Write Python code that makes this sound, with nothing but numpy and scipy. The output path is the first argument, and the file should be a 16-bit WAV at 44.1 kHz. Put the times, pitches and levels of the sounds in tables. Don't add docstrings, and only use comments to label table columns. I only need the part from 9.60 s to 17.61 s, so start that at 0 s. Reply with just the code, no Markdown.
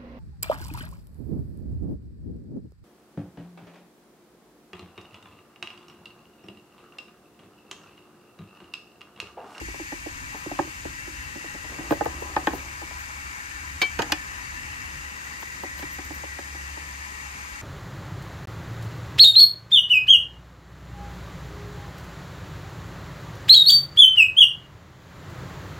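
import sys
import numpy as np
from scipy import signal
from scipy.fft import rfft, irfft, next_fast_len
from scipy.io import wavfile

SR = 44100
rng = np.random.default_rng(int(sys.argv[2]) if len(sys.argv) > 2 else 0)


def pcm_store(signal):
    levels = np.round(np.clip(np.atleast_2d(signal), -1, 1) * 32767)
    wavfile.write(sys.argv[1], SR, levels.astype(np.int16).T)


N = 353461

# (frequency [Hz], relative level [dB], time to fall by 60 dB [s])
TIN_MODES = [(151.5, 10, 0.02), (162, -26, 0.045), (280, -15, 0.22), (303.4, 2, 0.14), (329, 7, 0.11),
             (385, -2.5, 0.17), (457, -0.5, 0.062), (560, 5, 0.046), (676, -3, 0.05), (751, -3.5, 0.13),
             (839, 6, 0.041), (930, -1.5, 0.036), (1106, -2, 0.013), (1080, -0.5, 0.066), (1243, -2, 0.05),
             (1520, -2, 0.059), (1632, 2.5, 0.048), (1793, 2, 0.065), (2070, -8.5, 0.06),
             (2480, 8.5, 0.048), (2930, 9.5, 0.023), (3320, 2, 0.066), (3560, -9, 0.038), (3750, -19, 0.06),
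             (5020, 18, 0.004), (4770, 3, .015), (6570, 13, 0.0084), (8230, -2, 0.019)]
REGION_MIDDLES = (150, 320, 570, 850, 1500, 3200, 6500)


def from_db(db):
    return 10 ** (np.asarray(db) / 20)


def rms_one(x):
    return x / np.sqrt(np.mean(x ** 2) + 1e-20)


def in_time(rows, **outside):
    s, *columns = np.transpose(rows)
    return [np.interp(np.arange(N) / SR, s, column, **outside) for column in columns]


def in_hz(rows, hz):
    f, *columns = np.transpose(rows)
    return [np.interp(np.log(hz + 1), np.log(f), column) for column in columns]


def drift(rate_hz):
    r = np.exp(-80 * np.pi * rate_hz / SR)
    coarse = rng.standard_normal(N // 40 + 2002)
    slow = signal.lfilter([1], [1, -2 * r, r * r], coarse)[2000:]
    return np.interp(np.arange(N) / 40, np.arange(len(slow)), rms_one(slow))


def cut(x, hz, kind, order=2):
    return signal.sosfilt(signal.butter(order, hz, kind, fs=SR, output="sos"), x)


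def ring(push, hz, t60):
    r = from_db(-60 / (max(t60, .003) * SR))
    w = 2 * np.pi * hz / SR
    return signal.lfilter([0, np.sin(w)], [1, -2 * r * np.cos(w), r * r], push)


def sides(pan_db):
    return from_db(np.multiply.outer([.5, -.5], pan_db))


def placed(sound, s):
    out = np.zeros((2, N + sound.shape[1]))
    at = round(s * SR)
    out[:, at:at + sound.shape[1]] = sound
    return out[:, :N]


def region_levels(push_db, push_hz, tap_db, soft_db):
    hz = np.array(REGION_MIDDLES)
    push_above_db, push_under_db = 8, 16
    off = np.log2(hz / push_hz)
    push = push_db - np.where(off > 0, push_above_db * off, -push_under_db * off)

    wall_hz, tap_under_db = 855, 12.5
    tap_bend_db = 1.5
    octaves = np.log2(hz / wall_hz)
    above = -soft_db * octaves - tap_bend_db * octaves ** 2
    tap = tap_db + np.where(octaves < 0, tap_under_db * octaves, above)
    return np.hypot(from_db(push), from_db(tap))


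def tin():
    # (start [s], push that flexes the body, level before filters and pan [dB],
    # its pitch [Hz], tap on the wall, likewise [dB], softness: loss above the wall modes [dB per octave],
    # left minus right [dB], fading time of the contact [ms])
    knocks = [(0.01, -33.5, 355, -41, 20, -2, 1.3), (0.079, -32, 300, -49, 20, -5, 2.4),
              (0.139, -36, 397, -40, 0, 0, 4), (0.194, -30.5, 300, -36, 22, -4, 2),
              (0.319, -27, 230, -32, 4, -5, 4), (0.459, -29, 340, -41, 22, -3, 1.8),
              (0.742, -35.5, 350, -33, 24, 0, 2.4), (0.858, -27.5, 320, -49, 20, -3, 0.88),
              (0.911, -27.5, 330, -28, 26, -2, 2.1), (0.988, -20, 330, -14, 10, -3, 1.86),
              (1.039, -34, 260, -50, 14, -2, 2.5), (1.069, -36, 300, -58, 0, -4, 2),
              (1.249, -27, 340, -37, 22, -1, 1.6), (1.47, -35, 320, -59, 8, -7, 1.4),
              (1.754, -30.5, 300, -47, 0, -5, 1.6), (1.839, -35, 270, -40, 12, -4, 2.6),
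              (1.942, -35.5, 380, -43, 2, 1, 3.5), (2.042, -39, 420, -41, 8, 11, 3.4),
              (2.092, -43, 350, -49, 3, 3, 2.8), (2.183, -24.5, 199, -33, 5, -1, 1.9),
              (2.203, -38, 300, -43, 5, -3, 0.76), (2.306, -9, 244, -20, 4, -2.5, 2.4),
              (2.319, -13.5, 497, -31, -1.5, -1, 2.7), (2.331, -36, 190, -35, 0, 1, 1.8),
              (2.407, -24, 380, -16, 11, -3.5, 2.4), (2.456, -22.5, 540, -19, 12, 4, 1.54),
              (2.619, -27, 480, -33, 11, 1, 1.25), (2.763, -22, 370, -12.5, 4, -1, 1.74),
              (2.87, -16.5, 352, -11.5, 3, 3, 1.6), (2.931, -21.5, 428, -31, 12, 0, 1.9),
              (3.213, -34, 220, -34.5, 10, -1, 3.6), (3.309, -62, 400, -35, 5, 4, 0.95),
              (4.216, -29.5, 310, -23.5, -5.5, 0, 5.6), (4.389, -26, 405, -18, 0, -2, 5.3),
              (4.419, -41, 290, -28.5, -6.5, 0, 2.95), (4.496, -53, 350, -34, 4, -3, 3.4),
              (4.52, -26.5, 320, -21, -7.5, 0, 2.35), (5.824, -39.5, 330, -33, 0, 2, 1.6),
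              (6.032, -29.5, 353, -30.5, 9, 1, 1.8), (6.19, -43.5, 400, -42, -6, 1, 1.9),
              (6.223, -30, 230, -35, -3, -2, 3.7), (6.384, -34.5, 310, -35, -1, -3, 1.04),
              (6.501, -34, 310, -38.5, 1, -2, 3.5), (6.633, -31, 397, -33, 17, 4, .83),
              (6.785, -32.5, 310, -33.5, 1, 0, 3.2), (6.945, -39.5, 310, -41, 14, 4, 2.3),
              (7.169, -39, 249.6, -39, 4, 0, 3)]
    region_limits = (220, 450, 700, 1000, 2300, 4500)
    grip = 0.75
    region = np.searchsorted(region_limits, np.array(TIN_MODES)[:, 0])
    out = np.zeros((2, N))
    steps = np.arange(int(.25 * SR))
    for s, *touch, pan_db, ms in knocks:
        swell = steps / SR * 1000 / max(ms, .2)
        slips = rng.standard_normal((9, len(steps))) * swell ** 0.49 * np.exp(-swell)
        luck = rng.standard_normal((len(TIN_MODES), 2))
        parts = np.zeros((len(REGION_MIDDLES), 2, len(steps)))
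        for k, ((hz, db, t60), (level_luck, lag_luck)) in enumerate(zip(TIN_MODES, luck)):
            tone = ring(slips[k % 4], hz, t60 * grip)
            tone = tone / np.abs(tone).max() * from_db(db + 0.79 * level_luck)
            late = 1.6 * SR / hz
            lag = np.clip(0.24 * lag_luck * SR / max(hz, 600.), -60, 60) / 2
            parts[region[k]] += [np.interp(steps - late - way * lag, steps, tone, left=0) for way in (1, -1)]
        parts[-3] += cut(slips[4], [1000, 2300], "band") * from_db(12.0)
        parts[-2] += cut(slips[5] + 2.2 * slips[7:], [2300, 4500], "band") * from_db(16.5)
        parts[-1] += cut(slips[6] + .6 * slips[7:], 2700, "high") * from_db(10)
        peaks = np.abs(parts.mean(1)).max(1)
        blow = np.tensordot(region_levels(*touch) / peaks, parts, 1)
        out += placed(blow * sides(pan_db)[:, None], s)
    return out


def clink():
    # (start [s], level [dB])
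    contacts = [(4.2169, -18)]
    # (frequency [Hz], relative level [dB], free time to fall by 60 dB [s], left minus right [dB])
    lid_modes = [(2260, -10, 0.2, -6), (2305, 1, 0.44, 1), (2680, -14, .1, 3), (3730, -5, 0.064, -9),
                 (3128, -9, 0.4, -4), (3052, -14, .2, 3), (4020, -12, 0.11, 13), (4370, -8.5, 0.18, 1),
                 (4970, -13, .08, 0)]
    caught_s, caught_db, caught_t60_s = 0.038, -4.5, 0.37
    t = np.arange(int(.4 * SR)) / SR
    push = np.exp(-t / .00007)
    sound = np.zeros((2, len(t)))
    for hz, db, t60, pan_db in lid_modes:
        tone = ring(push, hz, t60)
        sound += np.outer(sides(pan_db), from_db(db) * tone / tone.max())
    after = np.maximum(t - caught_s, 0)
    sound = sound * from_db(caught_db * np.minimum(after / .005, 1) - 60 * after / caught_t60_s)
    return sum(placed(from_db(db) * sound, s) for s, db in contacts)


def slide():
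    # (start [s], length [s], first level [dB], last level [dB])
    strokes = [(2.097, 0.75, -47, -46.5), (2.884, 0.39, -38, -70), (4.39, 0.14, -29, -55),
               (5.6, 1.7, -62, -63)]
    sizes = rng.standard_normal((2, N)) * from_db(2.5 * np.minimum(rng.exponential(1, N), 4))
    clicks = sizes * (rng.random(N) < 1200. / SR) + 1e-18
    rings = np.zeros(N)
    for k, (hz, db, t60) in enumerate(TIN_MODES):
        if hz < 1700:
            rings += from_db(db) * ring(clicks[k % 2], hz, 0.5 * t60)
    level = np.zeros(N)
    for s, length, first_db, last_db in strokes:
        line = [(s, first_db), (s + length, last_db)]
        level += from_db(in_time(line, left=-120, right=-120)[0])
    return level * rms_one(cut(rings, 265, "high")) * np.ones((2, 1))


def rustle():
    # (time of the peak [s], level [dB], length [s])
    brushes = [(.775, -56, .09), (2.313, -43.5, 0.072), (2.448, -49, .05), (2.61, -54, .06),
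               (2.76, -60, .04), (2.87, -51, .04), (2.946, -48, 0.09), (3.398, -54, .08), (5.646, -58, .1),
               (5.81, -51, .07), (5.916, -59, .03), (6.03, -52, .04), (6.187, -48.5, 0.091),
               (6.327, -50, .1), (6.452, -52, .06), (6.55, -53, .14)]
    fall_db, rise_share = 23, 0.42
    grains = rng.standard_normal(N) * from_db(3.2 * np.minimum(rng.exponential(1, N), 5))
    t = np.arange(N) / SR
    level = np.zeros(N)
    for s, db, length in brushes:
        away = np.maximum(t - s, (s - t) / rise_share)
        level += from_db(db - fall_db * away / length)
    return level * rms_one(cut(cut(grains, 12200, "high", order=3), 15500, "low"))


def van(x):
    out = np.zeros((2, N))
    dull = cut(x.mean(0), 6300, "low")
    for k, s in enumerate(rng.uniform(.004, .06, 40)):
        lag = int(s * SR)
        out[k % 2, lag:] += dull[:-lag] * from_db(-60 * s / 0.15) * (-1) ** (k // 2)
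    return out


def gas_jet():
    # (frequency [Hz], left level [dB per Hz], right level [dB per Hz],
    # likeness of the sides [0-1], lead of the left [radians])
    jet_spectrum = [(150, -76, -78, .8, .2), (400, -83, -84, .6, 2.4), (700, -85, -89, .4, 1.6),
                    (1100, -73, -78, .8, 2.7), (1850, -70, -73, .8, 3.4), (2500, -74, -77, .5, 4.5),
                    (3100, -81, -87, .25, 6.2), (4500, -82, -90, .25, 6.2), (6500, -79, -87, .35, 4.4),
                    (8000, -83, -86, .5, 3.7), (9400, -88, -88, .9, 3.1), (11000, -95, -95, .55, 2.3),
                    (12400, -98, -98, 1, 0), (15500, -98, -98, 1, 0)]
    # (frequency [Hz], width [Hz], height [dB])
    resonances = [(835, 36, 9.5), (936, 46, -2), (994, 20, 12.5), (1145, 29, -0.5), (1485, 100, -3),
                  (1577, 46, 5), (1765, 18, 11.5), (1925, 71, 9), (2010, 89, -1), (2277, 48, 7),
                  (2707, 28, 9.5), (2775, 16, 8), (3390, 90, -6), (3880, 122, 9.5), (3926, 360, -7),
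                  (4565, 24, 10), (5175, 135, 5.5), (5626, 320, -10.5), (5965, 60, 6.5), (6430, 66, 4.5),
                  (6930, 135, 5), (7320, 220, -4.5), (7700, 370, 2), (9500, 290, -5.5), (9850, 360, 7),
                  (14100, 820, 2), (15100, 230, -7)]
    # (time [s], change of the jet body [dB], change of its part common to both sides [dB])
    stance = [(0, -0.5, -1.5), (1.1, -1, 0), (1.7, 0.65, 1), (3, -0.45, 0), (8, -0.5, 1)]
    band_edges = (600, 1300, 1650, 1850, 2100, 2500, 3100)
    size = next_fast_len(N)
    hz = np.arange(size // 2 + 1) * SR / size
    left_db, right_db, alike, lead = in_hz(jet_spectrum, hz)
    alike = np.clip(alike, 0, 1)

    colour_db = sum(db / (1 + (2 * (hz - f) / width) ** 2) for f, width, db in resonances)
    colour = from_db(colour_db) * np.sqrt(SR / 2)
    colour = colour * hz ** 2 / (hz ** 2 + 60. ** 2)
    colour = colour / (1 + (hz / 15600) ** 120)

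    shared, own = rfft(rng.standard_normal((2, size)))
    left = from_db(left_db) * shared * np.exp(1j * lead)
    right = from_db(right_db) * (alike * shared + np.sqrt(1 - alike ** 2) * own)
    pair = np.array([left, right]) * colour
    band = np.searchsorted(band_edges, hz)
    *bands, treble = (irfft(pair * (band == k), size)[:, :N] for k in range(len(band_edges) + 1))
    body = sum(part * from_db(1.57 * drift(0.36) + 0.87 * drift(12.4)) for part in bands)
    body_db, common_db = in_time(stance)
    body = body + (from_db(common_db) - 1) * body.mean(0)
    flicker = 0.18 * drift(6.9)
    both = body * from_db(body_db + flicker) + treble * from_db(0.37 + .6 * flicker)
    return sides(0.83)[:, None] * both


def rumble():
    # (frequency [Hz], relative level [dB per Hz])
    rumble_spectrum = [(12, -31), (20, -3), (46, 9), (70, 5.5), (87, -1), (114, -7), (152, -9.5),
                       (193, -32), (260, -11.5), (340, -16.5), (570, -120)]
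    # (time [s], level [dB])
    rumble_course = [(0, -42), (2.2, -40.5), (3.3, -43.5), (5, -42), (6.2, -45.5), (8, -45.5)]
    # (time [s], pitch [Hz], level [dB])
    hum_course = [(2.3, 75.5, -57), (2.46, 72.7, -42), (3.0, 70.8, -46), (3.7, 70.04, -46),
                  (4.1, 70.56, -42.5), (4.6, 70.7, -46), (5.6, 71, -47.5), (5.95, 69.46, -50),
                  (6.8, 69.2, -40.5), (8.0, 68, -45)]
    # (middle [s], half length [s])
    low_gaps = [(3.818, 0.091), (4.244, 0.044), (6.79, 0.021)]
    hum_gap_db, rumble_gap_db, hum_waver_db = -19, -7, 1.5
    size = next_fast_len(N)
    hz = np.arange(size // 2 + 1) * SR / size
    shape = from_db(in_hz(rumble_spectrum, hz)[0])
    mid, side = irfft(rfft(rng.standard_normal((2, size))) * shape, size)[:, :N]
    noise = rms_one(mid + from_db(-11) * side * [[1], [-1]])
    noise = noise * from_db(in_time(rumble_course)[0] + 2.3 * drift(2.6))

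    gaps = sum(np.exp(-((np.arange(N) / SR - s) / half) ** 2) for s, half in low_gaps)
    phase = 2 * np.pi * np.cumsum(in_time(hum_course)[0]) / SR
    hum_db = in_time(hum_course, left=-99)[1] + hum_gap_db * gaps + hum_waver_db * drift(3.8)
    hum = np.sqrt(2) * from_db(hum_db) * (np.sin(phase) + from_db(-19.0) * np.sin(2 * phase))
    return noise * from_db(rumble_gap_db * gaps) + hum * sides(-1.5)[:, None]


def scene():
    handling = cut(tin() + clink() + slide(), 118, "high", order=4)
    return handling + from_db(-15) * van(handling) + rustle() + gas_jet() + rumble()


def record(dry):
    mono_above_hz, cutoff_hz = 12100, 16300
    mid, side = (dry[0] + dry[1]) / 2, (dry[0] - dry[1]) / 2
    size = next_fast_len(N)
    hz = np.arange(size // 2 + 1) * SR / size
    spectrum = rfft(side, size)
    side = irfft(spectrum * (hz < mono_above_hz) + from_db(-33.0) * spectrum, size)[:N]
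    both = cut(np.array([mid + side, mid - side]), 67.5, "high")
    return signal.sosfilt(signal.cheby2(14, 60, cutoff_hz, fs=SR, output="sos"), both)


dry = scene()
out = record(dry)
pcm_store(out)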